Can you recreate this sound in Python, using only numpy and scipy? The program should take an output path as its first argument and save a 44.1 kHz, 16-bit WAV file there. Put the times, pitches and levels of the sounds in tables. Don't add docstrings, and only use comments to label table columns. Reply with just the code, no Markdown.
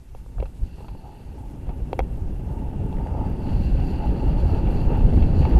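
import sys
import numpy as np
from scipy import signal
from scipy.io import wavfile
from scipy.ndimage import uniform_filter1d

SR = 44100
rng = np.random.default_rng(int(sys.argv[2]) if len(sys.argv) > 2 else 0)


def inscribe(sig):
    pcm = np.round(np.clip(np.atleast_2d(sig).T, -1, 1) * 32767)
    wavfile.write(sys.argv[1], SR, pcm.astype(np.int16))


def ratio(d):
    e = np.asarray(d, float) / 20
    return 10 ** e


N = 246519

# (frequency [Hz], spectral density [dB per Hz, relative])
HISS_SPECTRUM = [(600, 7.5), (2000, 2.5), (5000, -2.5), (8000, -3), (11500, -3), (16000, -6)]
HISS_FLOOR_DB, HISS_FOLLOW_DB = -64, -52.5
# (time [s], strength [dB], frequency [Hz])
STONE_CLICKS = [(2.970, -37, 2000), (2.985, -35, 1800), (3.071, -32, 1700), (5.431, -29, 2000),
                (5.512, -30, 2000)]
STONE_T60_S = 0.0036
# (level at the reference speed [dB], growth [dB per doubling of speed])
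TICK_LAW, TICK_CUT_HZ = (-43.5, 13), 12000
# (frequency [Hz], width [Hz], level [dB])
SKIM_RESONANCES = [(4660, 270, 0)]
SKIM_START_S, SKIM_LENGTH_S, SKIM_DB = 3.01, 0.54, -71
# (start [s], length [s], rub level [dB])
BRAKE_PULLS = [(0.618, 0.29, -67.5), (0.953, 0.36, -73.5), (3.397, 2.17, -61)]
GRAB_S, LET_GO_S, WOBBLE_DB = 0.031, 0.051, 2.06
# (frequency [Hz], width [Hz], level [dB])
RUB_RESONANCES = [(4420, 690, 7), (4630, 670, 3.5), (5750, 140, -4.5), (6970, 590, -11), (8600, 350, -12),
                  (11400, 1900, -14)]
# (frequency [Hz], width [Hz], level [dB])
ROLL_RESONANCES = [(1470, 290, 5), (2260, 1100, -2.5), (2860, 230, 4.5), (3300, 300, -32)]
# (frequency [Hz], width [Hz], level [dB])
SCRUB_RESONANCES = [(1480, 160, -0.5), (1900, 200, -5), (2707, 180, 5.5), (3030, 270, -11.5),
                    (3390, 190, -6)]
TREAD_CRAWL_DB = -76
SCRUB_IN_ROLL_DB, BRAKE_IN_TREAD_DB = -2, 2.5
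# (frequency [Hz], width [Hz], level [dB])
GRIT_RESONANCES = [(640, 180, -4.5), (781, 182, 1), (880, 78, 9), (1223, 160, -10.5)]
# (middle [s], level [dB], half length [s])
ROUGH_PATCHES = [(.42, 9, 0.029), (.80, 8, 0.044), (1.70, 6.5, 0.039), (3.80, 5, 0.044), (4.02, 3.5, 0.03),
                 (4.35, 0, .02), (4.68, 3, 0.055), (4.95, 7, 0.049), (5.23, 0, 0.029), (5.435, 4, 0.013)]
# (time [s], strength [dB], thud pitch [Hz], clack level [dB], rattle decay constant [s])
LOOSE_KNOCKS = [(0.149, -34, 670, -17, 0.00097), (.262, -38, 670, -38, 0.0015),
                (0.382, -32.5, 880, -22, 0.005), (.400, -26.5, 510, -16, 0.0031),
                (0.403, -27, 493, -13, 0.0033), (0.426, -20.5, 450, -25, 0.0015),
                (0.431, -38, 700, -7, 0.0022), (0.435, -45, 850, -8, 0.003), (0.447, -48, 600, -27, .003),
                (.456, -33.5, 990, -7, 0.0072), (0.782, -41, 603, -18, 0.0094),
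                (0.805, -33.5, 600, -18, 0.004), (0.810, -38, 850, -18, .006),
                (0.845, -37, 880, -14, 0.007), (0.883, -32, 680, -7, 0.0063), (0.95, -37, 640, -32, 0.0036),
                (1.461, -52, 840, -28, 0.0022), (1.668, -37, 600, -12, 0.0095),
                (1.692, -29, 880, -16, 0.0062), (1.704, -54, 600, -8, 0.0096),
                (1.9303, -18, 640, -11.5, 0.0006), (1.9915, -11, 710, -15, 0.0012),
                (1.9955, -25, 716, -10, 0.0018), (2.003, -20, 880, -18, 0.0017),
                (2.114, -42, 600, -33, 0.002), (2.927, -35, 800, -8, 0.002), (4.672, -29, 800, -7, .006),
                (5.204, -37, 810, -4, 0.0046), (5.224, -26.5, 810, -3.5, 0.011),
                (5.414, -33, 420, -9, .006), (5.452, -19.5, 755, -11.5, 0.0051)]
# (frequency [Hz], level [dB], 60 dB decay time [s])
MOUNT_MODES = [(434, 2.5, 0.014), (529, 0, 0.045), (604, -0.5, 0.018), (766, 6, 0.016), (880, -2.5, 0.032),
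               (1140, 2, 0.008), (1460, -14, 0.0035), (2196, 4.5, 0.0095), (2370, 6.5, 0.0059),
               (2704, -1, 0.017), (3120, -12, 0.0086), (3280, -8.5, 0.022), (3800, -11, 0.0079),
               (4330, -6.5, 0.0059), (5830, 12.5, 0.0026), (7340, -13, 0.0021), (11300, 9, 0.0027)]
SNAP_OVER_CLACK_DB, SNAP_PER_PEAK_DB = 3, 1.7
CLACK_TILT_PER_PEAK_DB, EVEN_PEAK_DB = -3.5, -21
LOW_RATTLE, HIGH_RATTLE = 0.054, 0.1
# (frequency [Hz], spectral density [dB per Hz, relative])
RUMBLE_SPECTRUM = [(50, -2), (90, 2), (125, -1), (200, -5.5), (350, -12.5), (550, -19.5), (700, -25),
                   (1100, -71), (2000, -43.5), (4000, -66.5), (8000, -114)]
# (frequency [Hz], spectral density [dB per Hz, relative])
BUFFET_SPECTRUM = [(15, 0.5), (30, -3), (55, 2.5), (85, -11.5), (130, -15), (250, -55)]
# (middle [s], level over the steady wind [dB], half length [s])
WIND_GUSTS = [(0.405, 11.5, 0.049), (0.546, -3.5, 0.048), (0.635, 11.5, 0.04), (0.773, 1, 0.03),
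              (1.123, -14, 0.17), (1.478, -5.5, 0.12), (1.69, 5, 0.019), (2.168, 2.5, 0.16),
              (2.41, 0, 0.071), (2.776, -4, 0.0097), (2.844, 8, 0.016), (3.082, -5.5, 0.028),
              (3.27, 4, 0.044), (3.397, -5.5, 0.072), (3.485, 3, 0.06), (3.658, -0.5, 0.061),
              (3.787, 2.5, 0.16), (3.984, -5, 0.038), (4.324, 6, 0.01), (4.523, -1, 0.019),
              (4.537, 5, 0.015), (4.882, 9, 0.011), (4.912, -2.5, 0.017), (5.062, 7.5, 0.043),
              (5.202, 8.5, 0.069), (5.495, -7, 0.012)]
GUST_IN_ROAD = 0.35
# (time [s], road speed [m/s])
ROAD_SPEED = [(0, 1.13), (.3, 1.52), (.7, 1.84), (1.0, 2.48), (1.3, 2.66), (1.55, 2.89), (1.85, 3.17),
              (2.3, 3.15), (2.8, 3.96), (3.3, 4.72), (3.7, 5), (4.2, 5.5), (4.8, 6.12), (5.2, 5.78),
              (5.59, 7.45)]
REFERENCE_M_PER_S = 6
# (level at the reference speed [dB], growth [dB per doubling of speed])
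WIND_LAW, ROAD_LAW, GRIT_LAW, TREAD_LAW = (-20, 8.9), (-23, 12.42), (-43, 9.14), (-56.5, 13.4)
OVERLOAD, TOP_HZ, OFFSET = 0.69, 13300, 0.0024


def rms_one(x):
    return x / np.sqrt(np.mean(x ** 2) + 1e-20)


def in_time(rows):
    s, *columns = np.transpose(rows)
    return [np.interp(np.arange(N) / SR, s, c) for c in columns]


def drift(rate):
    step = 40
    warm_up = 2000
    r = np.exp(-2 * np.pi * rate * step / SR)
    noise = rng.standard_normal(N // step + 2 + warm_up)
    slow = signal.lfilter([1], [1, -2 * r, r * r], noise)[warm_up:]
    return np.interp(np.arange(N) / step, np.arange(len(slow)), rms_one(slow))


def banded_noise(spectrum, shared_db, own_db, rate):
    hz_points, db_points = np.transpose(spectrum)
    octaves = np.log2(hz_points[-1] / hz_points[0])
    edges = hz_points[0] * 2 ** np.arange(0, octaves + 0.1, 0.5)
    together = drift(rate)
    white = rng.standard_normal((2, N + SR))
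    out = 0
    for k, (low, high) in enumerate(zip(edges, edges[1:])):
        bandpass = signal.butter(2, [low, high], "band", fs=SR, output="sos")
        band = signal.sosfilt(bandpass, white[k % 2])[SR:]
        level_db = np.interp(np.log(low * high) / 2, np.log(hz_points), db_points)
        out = out + band * ratio(level_db + shared_db * together + own_db * drift(rate))
    return rms_one(out)


def resonate(x, peaks):
    out = 0
    for k, (hz, width, level_db) in enumerate(peaks):
        r = np.exp(-np.pi * 1.5 * width / SR)
        b = (1 - r * r) / 2 * np.array([1, 0, -1])
        a = [1, -2 * r * np.cos(2 * np.pi * hz / SR), r * r]
        twice = signal.lfilter(b, a, signal.lfilter(b, a, x))
        out = out + (-1) ** k * ratio(level_db) * twice
    return rms_one(out)


def grains(per_s, spread_db, clump_db, clump_rate):
    sizes = ratio(spread_db * np.minimum(rng.exponential(1, N), 5)) * rng.choice([-1, 1], N)
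    present = rng.random(N) < per_s / SR
    return sizes * present * ratio(clump_db * drift(clump_rate)) + 1e-18


def with_speed(law):
    reference_db, per_doubling_db = law
    (speed,) = in_time(ROAD_SPEED)
    return reference_db + per_doubling_db * np.log2(np.maximum(speed, 0.1) / REFERENCE_M_PER_S)


def swells(rows):
    t = np.arange(N) / SR
    return sum(swell_db * np.exp(-((t - s) / half_s) ** 2) for s, swell_db, half_s in rows)


def microphone_hiss(dry):
    loudness = np.sqrt(uniform_filter1d(dry ** 2, size=2000) + 1e-12)
    level = np.hypot(ratio(HISS_FLOOR_DB), ratio(HISS_FOLLOW_DB) * loudness)
    return level * banded_noise(HISS_SPECTRUM, shared_db=0.9, own_db=1.16, rate=12)


def treble_ticks(level_db):
    high = signal.butter(2, TICK_CUT_HZ, "high", fs=SR, output="sos")
    ticks = grains(23, spread_db=4.5, clump_db=7.0, clump_rate=5.7)
    return ratio(level_db) * signal.sosfilt(high, ticks)


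def stones():
    out = np.zeros(N + 400)
    t = np.arange(400) / SR
    for s, peak_db, hz in STONE_CLICKS:
        at = round(s * SR)
        out[at:at + len(t)] += ratio(peak_db - 60 * t / STONE_T60_S) * np.sin(2 * np.pi * hz * t)
    return out[:N]


def pad_skim():
    half_s = SKIM_LENGTH_S / 2
    touching = np.exp(-((np.arange(N) / SR - SKIM_START_S - half_s) / half_s) ** 4)
    contacts = grains(4000, spread_db=-3.0, clump_db=-3.0, clump_rate=35)
    return ratio(SKIM_DB) * touching * resonate(contacts, SKIM_RESONANCES)


def lever():
    t = np.arange(N) / SR
    pressure = 0
    for s, length, rub_db in BRAKE_PULLS:
        grab = np.clip((t - s) / GRAB_S, 0, 1)
        release = np.exp(-np.maximum(t - s - length, 0) / LET_GO_S)
        pressure = pressure + ratio(rub_db) * grab * release
    return ratio(WOBBLE_DB * drift(4.2)) * pressure


def brake_rub(pressure):
    scratches = grains(8000, spread_db=3.0, clump_db=0.8, clump_rate=30)
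    return pressure * resonate(scratches, RUB_RESONANCES)


def tread_hiss(rolling, scrub):
    free = resonate(grains(5000, spread_db=1.0, clump_db=2.0, clump_rate=24), ROLL_RESONANCES)
    sliding = resonate(grains(5000, spread_db=1.5, clump_db=2.5, clump_rate=78), SCRUB_RESONANCES)
    return rolling * free + scrub * sliding


def tyre_grit(level_db):
    jolts = grains(4000, spread_db=3.0, clump_db=4.0, clump_rate=2.2)
    return ratio(level_db) * resonate(jolts, GRIT_RESONANCES)


def knocks():
    t = np.arange(1, 1600) / SR
    mode_hz, mode_db, t60 = np.transpose(MOUNT_MODES)
    chatter = rng.standard_normal((len(LOOSE_KNOCKS), len(t) + len(MOUNT_MODES)))
    loose = np.where(mode_hz < 700, LOW_RATTLE, HIGH_RATTLE)
    tilt_octaves = np.clip(np.log2(mode_hz / 2600), -0.4, 0)
    force = np.full((len(MOUNT_MODES), N + SR), 1e-18)
    for (s, peak_db, thud_hz, clack_db, rattle_s), chance in zip(LOOSE_KNOCKS, chatter):
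        thud_db = -15 * np.abs(np.log2(mode_hz / thud_hz))
        snap_db = clack_db + SNAP_OVER_CLACK_DB + SNAP_PER_PEAK_DB * peak_db
        tilted_db = clack_db + CLACK_TILT_PER_PEAK_DB * (peak_db - EVEN_PEAK_DB) * tilt_octaves
        upper_db = np.where(mode_hz < 5000, tilted_db, snap_db)
        share_db = np.where(mode_hz < 1500, thud_db, upper_db)
        rattle = loose[:, None] * chance[:len(t)] * np.exp(-t / max(rattle_s, 1e-4))
        rattle[:, 0] = 1
        rattle = rattle / np.linalg.norm(rattle, axis=1, keepdims=True)
        blow_db = peak_db + mode_db + share_db - 2.5 + 0.5 * chance[len(t):]
        at = round(s * SR)
        force[:, at:at + len(t)] += ratio(blow_db)[:, None] * rattle
    out = np.zeros(N)
    for k, (hz, decay) in enumerate(zip(mode_hz, t60)):
        limits = [max(hz / 2.5, 350), min(hz * 1.8, 18000)]
        reach = signal.butter(2, limits, "band", fs=SR, output="sos")
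        felt = signal.sosfilt(reach, force[k, :N])
        r = ratio(-60 / (decay * SR))
        w = 2 * np.pi * hz / SR
        sign = 1 if hz < 1500 else (-1) ** k
        out += sign * signal.lfilter([0, np.sin(w)], [1, -2 * r * np.cos(w), r * r], felt)
    return out


def road_rumble(gust_db):
    shake = banded_noise(RUMBLE_SPECTRUM, shared_db=0.94, own_db=1.93, rate=42.0)
    return ratio(with_speed(ROAD_LAW) + GUST_IN_ROAD * gust_db) * shake


def wind_buffet(gust_db):
    buffet = banded_noise(BUFFET_SPECTRUM, shared_db=1.8, own_db=3.0, rate=27)
    return ratio(with_speed(WIND_LAW) + gust_db) * buffet


def scene():
    gust_db, rough_db, pressure = swells(WIND_GUSTS), swells(ROUGH_PATCHES), lever()
    rolling = np.hypot(ratio(with_speed(TREAD_LAW)), ratio(TREAD_CRAWL_DB)) * ratio(rough_db)
    scrub = np.hypot(ratio(SCRUB_IN_ROLL_DB) * rolling, ratio(BRAKE_IN_TREAD_DB) * pressure)
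    small = treble_ticks(with_speed(TICK_LAW)) + stones()
    brake = pad_skim() + brake_rub(pressure)
    tyres = tread_hiss(rolling, scrub) + tyre_grit(with_speed(GRIT_LAW) + rough_db)
    bass = road_rumble(gust_db) + wind_buffet(gust_db)
    return (small + brake + tyres + knocks() + bass)[None]


def roll_off(x):
    return signal.sosfilt(signal.butter(12, 14030, fs=SR, output="sos"), x)


def record(dry):
    rounded = dry / (1 + (dry / OVERLOAD) ** 4) ** (1 / 4)
    lowpass = signal.butter(16, TOP_HZ, fs=SR, output="sos")
    finished = signal.sosfilt(lowpass, rounded + microphone_hiss(dry)) + OFFSET
    return roll_off(finished)


dry = scene()
out = record(dry)
inscribe(out)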